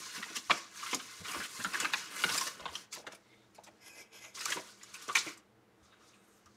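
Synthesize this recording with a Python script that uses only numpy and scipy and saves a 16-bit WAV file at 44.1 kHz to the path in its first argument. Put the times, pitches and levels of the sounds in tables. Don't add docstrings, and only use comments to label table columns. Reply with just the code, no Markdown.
import sys
import numpy as np
from scipy import signal
from scipy.fft import rfft, irfft
from scipy.io import wavfile
from scipy.ndimage import uniform_filter1d

SR = 44100
rng = np.random.default_rng(int(sys.argv[2]) if len(sys.argv) > 2 else 0)


def to_wav(sig):
    pcm = np.clip(np.atleast_2d(sig), -1, 1) * 32767
    pcm = np.round(pcm).astype(np.int16)
    wavfile.write(sys.argv[1], SR, pcm.T)


def boost_factor(decibels):
    exponent = np.asarray(decibels, float) / 20
    return 10 ** exponent


N = 289296
EFFORT_DB = -50

# (frequency [Hz], level [dB per Hz])
PAPER = [(88, -44), (150, -15), (391, -14), (702, -21.5), (1100, 5.5), (1310, -0.5), (1420, 4), (1870, -3),
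         (2100, 1), (2310, -1.5), (2920, -0.5), (3420, -5), (7040, -5), (12200, -39), (16000, -42.5)]


def rms_one(x):
    return x / np.sqrt(np.mean(x ** 2) + 1e-20)


def gains_in_time(rows):
    time_s, *columns_db = np.transpose(rows)
    t = np.arange(N) / SR
    return np.array([boost_factor(np.interp(t, time_s, db, left=-200, right=-200)) for db in columns_db])


def at_hz(points, hz):
    points = np.array(points)
    return np.interp(np.log(hz), np.log(points[:, 0]), points[:, 1])


def drift(rate_hz):
    r = np.exp(-40 * 2 * np.pi * rate_hz / SR)
    slow = signal.lfilter([1], [1, -2 * r, r * r], rng.standard_normal(N // 40 + 2002))[2000:]
    return np.interp(np.arange(N) / 40, np.arange(len(slow)), rms_one(slow))


def resonate(x, hz, width_hz):
    r = np.exp(-np.pi * width_hz / SR)
    zeros = np.array([1, 0, -1]) * (1 - r * r) / 2
    poles = [1, -2 * r * np.cos(2 * np.pi * hz / SR), r * r]
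    return signal.lfilter(zeros, poles, x + 1e-18)


def coloured(x, spectrum):
    hz = np.maximum(np.fft.rfftfreq(len(x), 1 / SR), 1)
    return rms_one(irfft(rfft(x) * boost_factor(at_hz(spectrum, hz)), len(x)))


def background():
    # (frequency [Hz], level [dB per Hz])
    air = [(15, -51), (25, -24.5), (123, -5.5), (153, -25), (195, -2.5), (263, -17.5), (344, -19),
           (405, -20), (516, -14), (1520, -15.5), (2160, -20.5), (2410, -23), (3820, -26.5), (4140, -28.5),
           (16000, -38.5)]
    # (frequency [Hz], width [Hz], level [dB])
    hum = [(205, 18, -76), (325, 26, -73), (450, 60, -75), (700, 300, -79)]
    air_db, mains_db, mains_hz = -73 + 2.5, -76.5, 120
    fan = sum(boost_factor(db) * rms_one(resonate(rng.standard_normal(N), hz, width_hz)) for hz, width_hz, db in hum)
    mains = boost_factor(mains_db + 3.1 * drift(3)) * np.sin(2 * np.pi * mains_hz * np.arange(N) / SR)
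    return boost_factor(air_db) * coloured(rng.standard_normal(N), air) + fan + mains


def bumps():
    # (time [s], peak [dB], frequency [Hz])
    contacts = [(0.49, -61, 107), (0.929, -67, 92.8), (1.2, -56, 95), (1.369, -59, 75), (1.588, -61.5, 105),
                (1.815, -63, 125), (2.24, -63, 106), (2.31, -59, 103), (2.612, -65, 60), (2.69, -60, 80),
                (5.82, -68, 77), (6.459, -69, 88), (4.5, -70, 60), (1.66, -70, 45), (4.56, -68, 130)]
    t60_s, rise_s = 0.18, 0.006
    out, t = np.zeros(N), np.arange(SR // 4) / SR
    for time_s, peak_db, hz in contacts:
        swing = np.sin(2 * np.pi * hz * t) * boost_factor(-60 * t / t60_s) * (1 - np.exp(-t / rise_s))
        at = round(time_s * SR)
        out[at:at + len(t)] += boost_factor(peak_db + 9.5) * swing[:N - at]
    return out


def rub(stroke, modes, dulls=0):
    friction = rng.standard_normal(N) * boost_factor(1.3 * drift(80))
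    slow = rms_one(uniform_filter1d(uniform_filter1d(friction, size=1500), size=1500))
    speed = gains_in_time(stroke)[0]
    relative_speed = np.minimum(2 * speed / speed.max(), 1)
    steady, faded = 0, 0
    for k, (hz, width_hz, db) in enumerate(modes):
        wander = np.roll(slow, k * N // 15)
        ring = (-1) ** k * boost_factor(db + 2.5 * wander) * resonate(friction, hz, width_hz)
        steady = steady + ring
        faded = faded + ring * relative_speed ** (dulls * abs(np.log2(hz / 2500)))
    return speed * faded / np.std(steady)


def mouse_nudge():
    # (time [s], level [dB])
    stroke = [
        (3.22, -88),
        (3.26, -71),
        (3.42, -71),
        (3.5, -84),
    ]
    # (frequency [Hz], width [Hz], level [dB])
    modes = [(2120, 130, 0), (3650, 250, -5), (4400, 200, -12)]
    return rub(stroke, modes)


def hand_slide():
    # (time [s], level [dB])
    stroke = [(5.8, -75), (5.88, -70), (6.11, -70.5), (6.346, -80.5), (6.44, -76)]
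    # (frequency [Hz], width [Hz], level [dB])
    modes = [(1270, 200, 9), (3780, 160, 4)]
    return rub(stroke, modes)


def fingertip_glide():
    # (time [s], level [dB])
    stroke = [(6.14, -72), (6.162, -75), (6.38, -71), (6.44, -94)]
    # (frequency [Hz], width [Hz], level [dB])
    modes = [(6500, 1500, 3), (8600, 700, 5), (11500, 2000, -3)]
    return rub(stroke, modes)


def mouse_rub():
    # (time [s], level [dB])
    forth = [(3.79, -71), (3.82, -59), (3.88, -52.5), (3.925, -57.5), (3.99, -51), (4.02, -53),
             (4.045, -62), (4.105, -72)]
    # (time [s], level [dB])
    back = [(4.105, -70), (4.13, -56), (4.16, -52), (4.2, -57), (4.23, -54), (4.247, -49.5), (4.28, -56),
            (4.34, -66)]
    # (frequency [Hz], width [Hz], level [dB])
    modes = [(420, 300, -9), (950, 610, -9), (1630, 80, -4), (2060, 40, 1.5), (2320, 61, 1), (2520, 52, 3),
             (3190, 460, -7.5), (5190, 320, -5), (5900, 450, -10.5), (6720, 370, -5.5), (8240, 850, -13.5),
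             (10600, 1500, -15), (11750, 600, -13.5), (13200, 700, -26)]
    return rub(forth + back[1:], modes, dulls=.4)


def bursts(events, rise_s, crack, hold_share, width_share, low_hz, high_hz):
    out, t = np.zeros(N), np.arange(SR // 5) / SR
    steep = signal.butter(3, [low_hz, high_hz], "band", fs=SR, output="sos")
    seeds = rng.integers(0, 2 ** 31, len(events))
    for (time_s, peak_db, hz, t60_s, others_db), seed in zip(events, seeds):
        own = np.random.default_rng(seed)
        late = np.maximum(t - hold_share * t60_s, 0)
        fade = boost_factor(-60 * late / np.clip(t60_s, .01, .4)) * np.minimum(t / rise_s, 1)
        run = own.standard_normal(len(t)) * boost_factor(5.25 * own.standard_normal(len(t))) * fade
        run[0] = crack
        others_hz = np.geomspace(low_hz, high_hz, 7)[1:-1] * own.uniform(.87, 1.15, 5)
        ringing = resonate(run, hz, hz * width_share)
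        for f in others_hz:
            far = min(f / hz, hz / f) ** .3
            tilt_db = min(at_hz(PAPER, f) - at_hz(PAPER, hz), 3.0)
            ringing += far * boost_factor(others_db + tilt_db) * resonate(run, f, f * width_share)
        ringing = signal.sosfilt(steep, ringing)
        at = round(time_s * SR)
        out[at:at + len(t)] += (boost_factor(peak_db) * ringing / np.abs(ringing).max())[:N - at]
    return out


def knocks():
    # (time [s], peak [dB], pitch [Hz])
    handled = [(0.177, -43, 215), (0.26, -47, 800), (0.0, -49, 320), (0.363, -45, 246), (0.498, -27, 693),
               (0.508, -38, 300), (0.927, -32, 255), (1.205, -44.5, 190), (1.347, -37.5, 318),
               (1.59, -42, 207), (1.644, -40, 217), (1.385, -41, 200), (1.822, -41.5, 282),
               (1.848, -43, 308), (1.937, -41.5, 770), (2.238, -36, 380), (2.292, -40.5, 475),
               (2.349, -40, 646), (2.46, -43, 520), (2.596, -43.5, 549), (2.655, -41, 546),
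               (3.04, -49, 820), (2.97, -43.5, 480), (3.068, -42, 455), (3.582, -41.5, 760),
               (4.5, -42, 480), (4.558, -36.5, 383), (5.078, -41, 388), (5.157, -42.5, 370),
               (5.261, -38, 330)]
    # (time [s], peak [dB], pitch [Hz])
    further = [(3.682, -50, 650), (3.668, -52, 800), (2.66, -38, 800), (4.59, -42, 600), (3.076, -44, 700),
               (0.51, -36, 480), (2.245, -38, 200), (5.095, -44, 650), (2.63, -46, 750), (2.72, -48, 700),
               (2.99, -48, 600), (3.13, -50, 600), (0.3, -47, 300)]
    t60_s, ref_hz, damping = .095, 400, .9
    events = [(s, db, hz, t60_s * (ref_hz / max(hz, 300)) ** damping, -16.0) for s, db, hz in handled + further]
    return bursts(events, 0.0027, 0, 0.12, 0.24, low_hz=118.5, high_hz=829)


def ticks():
    # (time [s], peak [dB], pitch [Hz])
    tearing = [(0.3586, -38, 6590), (0.365, -25.5, 7450), (0.5065, -34, 4200), (0.7724, -37.5, 5900),
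               (0.9123, -34, 5810), (0.9455, -20.5, 6560), (1.2496, -45, 4200), (1.282, -37, 6480),
               (1.314, -34.5, 5080), (1.6397, -28, 6700), (1.718, -45, 7040), (1.734, -32.5, 4660),
               (1.8008, -23, 7640), (1.849, -44, 4380), (1.934, -28.5, 4260), (2.2363, -35, 4430),
               (2.292, -31, 5430), (2.3213, -27, 5120), (2.3437, -33, 4840), (2.3775, -20, 4950),
               (2.4106, -23.5, 5750), (2.473, -28, 5970)]
    # (time [s], peak [dB], pitch [Hz])
    handling = [(2.605, -41, 5300), (2.753, -32, 5850), (2.9267, -36, 6560), (3.069, -45, 6180),
                (3.1208, -45, 6160), (3.1472, -45.5, 9140), (3.5473, -54, 5600), (3.5578, -53, 4300),
                (3.64, -47.5, 6170), (3.6694, -51, 7270), (4.3475, -47, 4760), (4.3695, -45, 5210),
                (4.3918, -35, 5000), (4.4089, -30, 5030), (4.455, -21.5, 5980), (4.5017, -29, 7120),
                (4.5212, -27.5, 6000), (4.832, -38.5, 6700), (4.9402, -37.5, 5900), (5.0194, -40.5, 5600),
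                (5.08, -38, 6100), (5.1272, -38, 7080), (5.1527, -23, 6440), (6.4582, -52.5, 5960)]
    # (time [s], peak [dB], pitch [Hz])
    further = [(5.374, -47, 7900), (2.946, -42, 11500), (2.918, -50, 6500), (3.547, -56, 9600),
               (3.636, -52, 9600), (3.647, -52, 5600), (1.436, -38, 8000), (5.165, -26, 6300),
               (0.147, -40, 6000), (4.952, -46, 10000), (5.024, -46, 11000), (0.574, -42, 5000)]
    t60_s, longer_s_per_db = .045, .0005
    events = [(s, db, hz, t60_s - longer_s_per_db * (db + 35), -5.0)
              for s, db, hz in tearing + handling + further]
    return bursts(events, 0.0008, 4.1, 0.056, 0.075, low_hz=4030, high_hz=15200)


def snaps():
    # (time [s], peak [dB], pitch [Hz], other modes [dB])
    tearing = [(0.1795, -35, 2600, -1), (0.2264, -28, 1950, -11), (0.2962, -43, 1910, -7),
               (0.3564, -32, 1820, 8), (0.3635, -26.5, 3040, -1), (0.4975, -20.5, 1056, -17),
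               (0.5075, -12, 1317, -6), (0.826, -32, 1146, -30), (0.8624, -33.5, 1350, 4),
               (0.9114, -34.5, 2830, -7), (0.9308, -23, 1140, -6.5), (0.9976, -35.5, 1310, -1),
               (1.2491, -32.5, 1830, 3), (1.2835, -33, 2850, -8), (1.3458, -30.5, 1190, -12),
               (1.4026, -32, 1580, -18), (1.4398, -34, 3040, -5), (1.6013, -35, 1650, -14),
               (1.6462, -21.5, 1390, -14.5), (1.7374, -28.5, 1060, -3), (1.7448, -25.5, 1650, -16),
               (1.8013, -25, 1480, -1), (1.8472, -20.5, 1520, -5), (1.9355, -17.5, 1940, 12),
               (2.2383, -14.5, 1650, 7), (2.2917, -23.5, 1460, 9), (2.3464, -30.5, 1100, -9),
               (2.3764, -29, 2400, -5), (2.4109, -28, 1087, -8), (2.4694, -30.5, 1300, 10)]
    # (time [s], peak [dB], pitch [Hz], other modes [dB], t60 [s])
    handling = [(2.5965, -40, 1060, -5, .066), (2.6554, -28, 1057, -10, .045),
                (2.6794, -37, 1000, -11, .063), (2.7352, -44, 3020, -14, .06), (2.7536, -28, 3010, -5, .03),
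                (2.9267, -39.5, 2320, -11, .065), (2.9594, -40.5, 950, -16, .066),
                (3.0674, -33.5, 1500, -7, .05), (3.1194, -42.5, 964, -5, .068),
                (3.5808, -52, 950, -13, .05), (3.6661, -48, 950, -4, .074), (4.2413, -43, 2340, -4, .069),
                (4.3715, -40.5, 1120, -1, .066), (4.4069, -32, 1970, -2, .056),
                (4.4563, -27.5, 1340, -8, .04), (4.5037, -32, 2080, -14, .04),
                (4.5216, -20.5, 1950, -5, .04), (4.5695, -32.5, 1014, -15, .07),
                (4.8324, -48, 1320, 6, .05), (4.9417, -38.5, 2450, -7, .09), (5.0888, -31, 1160, -11, .055),
                (5.0948, -30.5, 1176, -27, .08), (5.1532, -13.5, 2320, -9, .045),
                (5.1686, -18, 2320, -3, .044), (5.2694, -34.5, 2220, -9, .06),
                (5.2994, -40.5, 2220, -1.5, .066), (5.925, -55, 1470, -7, .08),
                (6.1345, -55, 2570, -16, .08), (6.4597, -54, 1220, -23, .08), (2.657, -33, 3300, -20, .035),
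                (4.812, -48, 2000, -8, .06), (3.149, -48, 2300, -10, .04), (3.675, -50, 1950, -12, .05),
                (3.548, -56, 2400, -20, .06), (5.254, -40, 1500, -8, .06)]
    t60_s, longer_s_per_db = .056, .001
    events = [(s, db, hz, t60_s - longer_s_per_db * (db + 30), others_db) for s, db, hz, others_db in tearing]
    events += [(s, db, hz, own_t60_s, others_db) for s, db, hz, others_db, own_t60_s in handling]
    return bursts(events, 0.00046, 14.6, 0.17, 0.09, low_hz=895, high_hz=4490)


def crackle(low_hz, high_hz, per_s, spread_db, cycles, hiss, count):
    sizes = boost_factor(spread_db * np.minimum(rng.exponential(1, N), 5)) * rng.choice([-1, 1], N)
    breaks = rms_one(sizes * (rng.random(N) < per_s * boost_factor(5.0 * drift(25)) / SR))
    drive = breaks + hiss * rng.standard_normal(N)
    dealt = rng.integers(0, count, N)
    out = 0
    for k, hz in enumerate(np.geomspace(low_hz * 1.045, high_hz * 0.98, count)):
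        patch = boost_factor(at_hz(PAPER, hz) + 2.0 * drift(14))
        out = out + patch * resonate(drive * (dealt == k), hz, hz / cycles)
    steep = signal.butter(2, [low_hz * .95, high_hz * 1.05], "band", fs=SR, output="sos")
    return rms_one(signal.sosfilt(steep, out))


def size_class(level_db, follows, tearing_share, grain_db):
    # (time [s], effort [dB], tearing over bending [dB])
    pulls = [
        [(0.0, -53, 4), (0.12, -52, 1), (0.165, -46, 1), (0.205, -52, 1), (0.34, -53, 1), (0.364, -51, 10),
         (0.418, -63, 8), (0.5, -58, 3)],
        [(0.5, -47, 5), (0.545, -49, 2), (0.582, -47, 2), (0.6, -54, 1), (0.704, -62, 2)],
        [(0.704, -63, 1), (0.8, -50.5, 2), (0.89, -48, 2), (0.954, -45.5, 3), (0.98, -56, 5), (1.1, -55, 3),
         (1.22, -55, 0)],
        [(1.22, -61, 2), (1.28, -43, -4), (1.41, -45, -4), (1.458, -46, 0), (1.478, -56.5, 2), (1.55, -52, 2),
         (1.636, -48.5, 2), (1.67, -50, 0), (1.72, -51, -1)],
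        [(1.72, -47, -4), (1.76, -42, -3), (1.794, -44, -3), (1.818, -38, -3), (1.918, -48.5, -6),
         (1.932, -44.5, 1), (2.052, -50.5, -2), (2.1, -51, -3)],
        [(2.1, -51, -3), (2.2, -45, 0), (2.27, -44, 0), (2.348, -40, 2), (2.4, -45, 3), (2.43, -45, 4),
         (2.464, -50, 6), (2.5, -51, 3), (2.56, -56, -2)],
    ]
    # (time [s], effort [dB], tearing over bending [dB])
    moves = [
        [(2.56, -58, -2), (2.63, -56, -6), (2.706, -60, -2), (2.745, -54, 2), (2.78, -55, 4), (2.848, -66, 3),
         (2.868, -72, -6), (2.905, -80, -4)],
        [(2.905, -80, 0), (2.918, -70, 8), (2.932, -53, 8), (3.014, -64, 2), (3.05, -68, -12), (3.075, -60, -6),
         (3.106, -64, -8), (3.13, -61, 2), (3.2, -80, 3)],
        [(3.2, -78, 3), (3.53, -79, 0), (3.548, -76, 1), (3.59, -74, 0), (3.63, -78, -4), (3.638, -69, 6),
         (3.685, -67, 1), (3.698, -73, -4), (3.8, -78, 1)],
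        [(4.33, -83, 4), (4.35, -57, 5), (4.44, -50, 3), (4.518, -43.5, 1), (4.6, -52, -1), (4.63, -59, 1),
         (4.68, -59, 4), (4.76, -69, 3)],
        [(4.76, -70, 4), (4.848, -63.5, 1), (4.935, -62, 2), (4.945, -56, 2), (4.99, -60, 1), (5.03, -54, 1),
         (5.07, -61, 2), (5.085, -53, 0), (5.15, -54, -1)],
        [(5.15, -48, 10), (5.162, -39, 6), (5.24, -51, 2), (5.29, -48, 0), (5.335, -56, 1), (5.36, -63, -4),
         (5.4, -68, -4), (5.42, -76, -12), (5.46, -82, -15)],
        [(5.7, -85, -9), (5.82, -80.5, 0), (5.834, -78, 10), (5.96, -73, -7), (6.088, -71, 8), (6.178, -76, -7),
         (6.56, -80, 5)],
    ]
    total = 0
    for spell, extra_db in zip(pulls + moves, grain_db):
        curve = [(s, level_db + extra_db + follows * (effort_db - EFFORT_DB) + tearing_share * tearing_db)
                 for s, effort_db, tearing_db in spell]
        total = total + gains_in_time(curve)[0]
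    return total


def rustle():
    band_edges_hz = [900, 3300, 8000, 15500]
    # (finest hiss [dB], flapping [dB], topmost sheen [dB])
    grain = [(0, 1, 0), (-6, 1, 0), (-0.5, -2, 0), (2.5, 4, 0), (0, 3, 0), (1, 6, 1), (0, 11, 0),
             (0, 11, 0), (2, 10, -3), (2, 6, -2), (3, 3, -3), (-3, 0, 0), (2, 9, -4)]
    low, mid, high, top = band_edges_hz
    fine_db, flap_db, sheen_db = np.transpose(grain)
    even_db = 0 * fine_db
    finest_class = (-57, 1.1, .9)

    flapping = crackle(135, low * 0.85, 400, spread_db=3.5, cycles=4.9, hiss=3.3, count=7)
    creasing = crackle(low, mid, 1500, spread_db=3.6, cycles=26.0, hiss=1.25, count=12)
    ripping = crackle(mid, high, 3000, spread_db=3.0, cycles=10.0, hiss=1.0, count=9)
    finest = crackle(high, top, 4000, spread_db=-2.0, cycles=3.4, hiss=1.5, count=7)
    muffled = signal.sosfilt(signal.butter(2, 11000, fs=SR, output="sos"), finest)
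    sheen = finest - muffled

    out = size_class(-67, 1.05, -.2, flap_db) * flapping
    out += size_class(EFFORT_DB, 1, 0, even_db) * creasing
    out += size_class(EFFORT_DB, 1, 1, even_db) * ripping
    out += size_class(*finest_class, fine_db) * muffled
    return out + size_class(*finest_class, fine_db + sheen_db) * sheen


def room(x):
    t60_s, treble_t60_s, level_db, wall_cut_hz = 0.35, 0.2, -15, 2300
    t = np.arange(SR // 2) / SR
    echoes = rng.standard_normal(len(t)) * boost_factor(-60 * t / t60_s) * np.clip(t / 0.0057, 0, 1)
    dull = signal.lfilter(*signal.butter(1, wall_cut_hz, fs=SR), echoes)
    echoes = dull + (echoes - dull) * boost_factor(-60 * t / treble_t60_s)
    return boost_factor(level_db) * signal.fftconvolve(x, echoes / np.linalg.norm(echoes))[:N]


def scene():
    far = background() + bumps() + mouse_nudge()
    near = hand_slide() + fingertip_glide() + mouse_rub()
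    near += knocks() + ticks() + snaps() + rustle()
    return (near + room(near) + far)[None]


def top_cut(x):
    return signal.sosfilt(signal.butter(12, 16450, fs=SR, output="sos"), x)


def record(dry):
    cutoff_hz = 16050
    mix = signal.sosfilt(signal.cheby2(20, 60, cutoff_hz, fs=SR, output="sos"), dry)
    return top_cut(mix)


dry = scene()
out = record(dry)
to_wav(out)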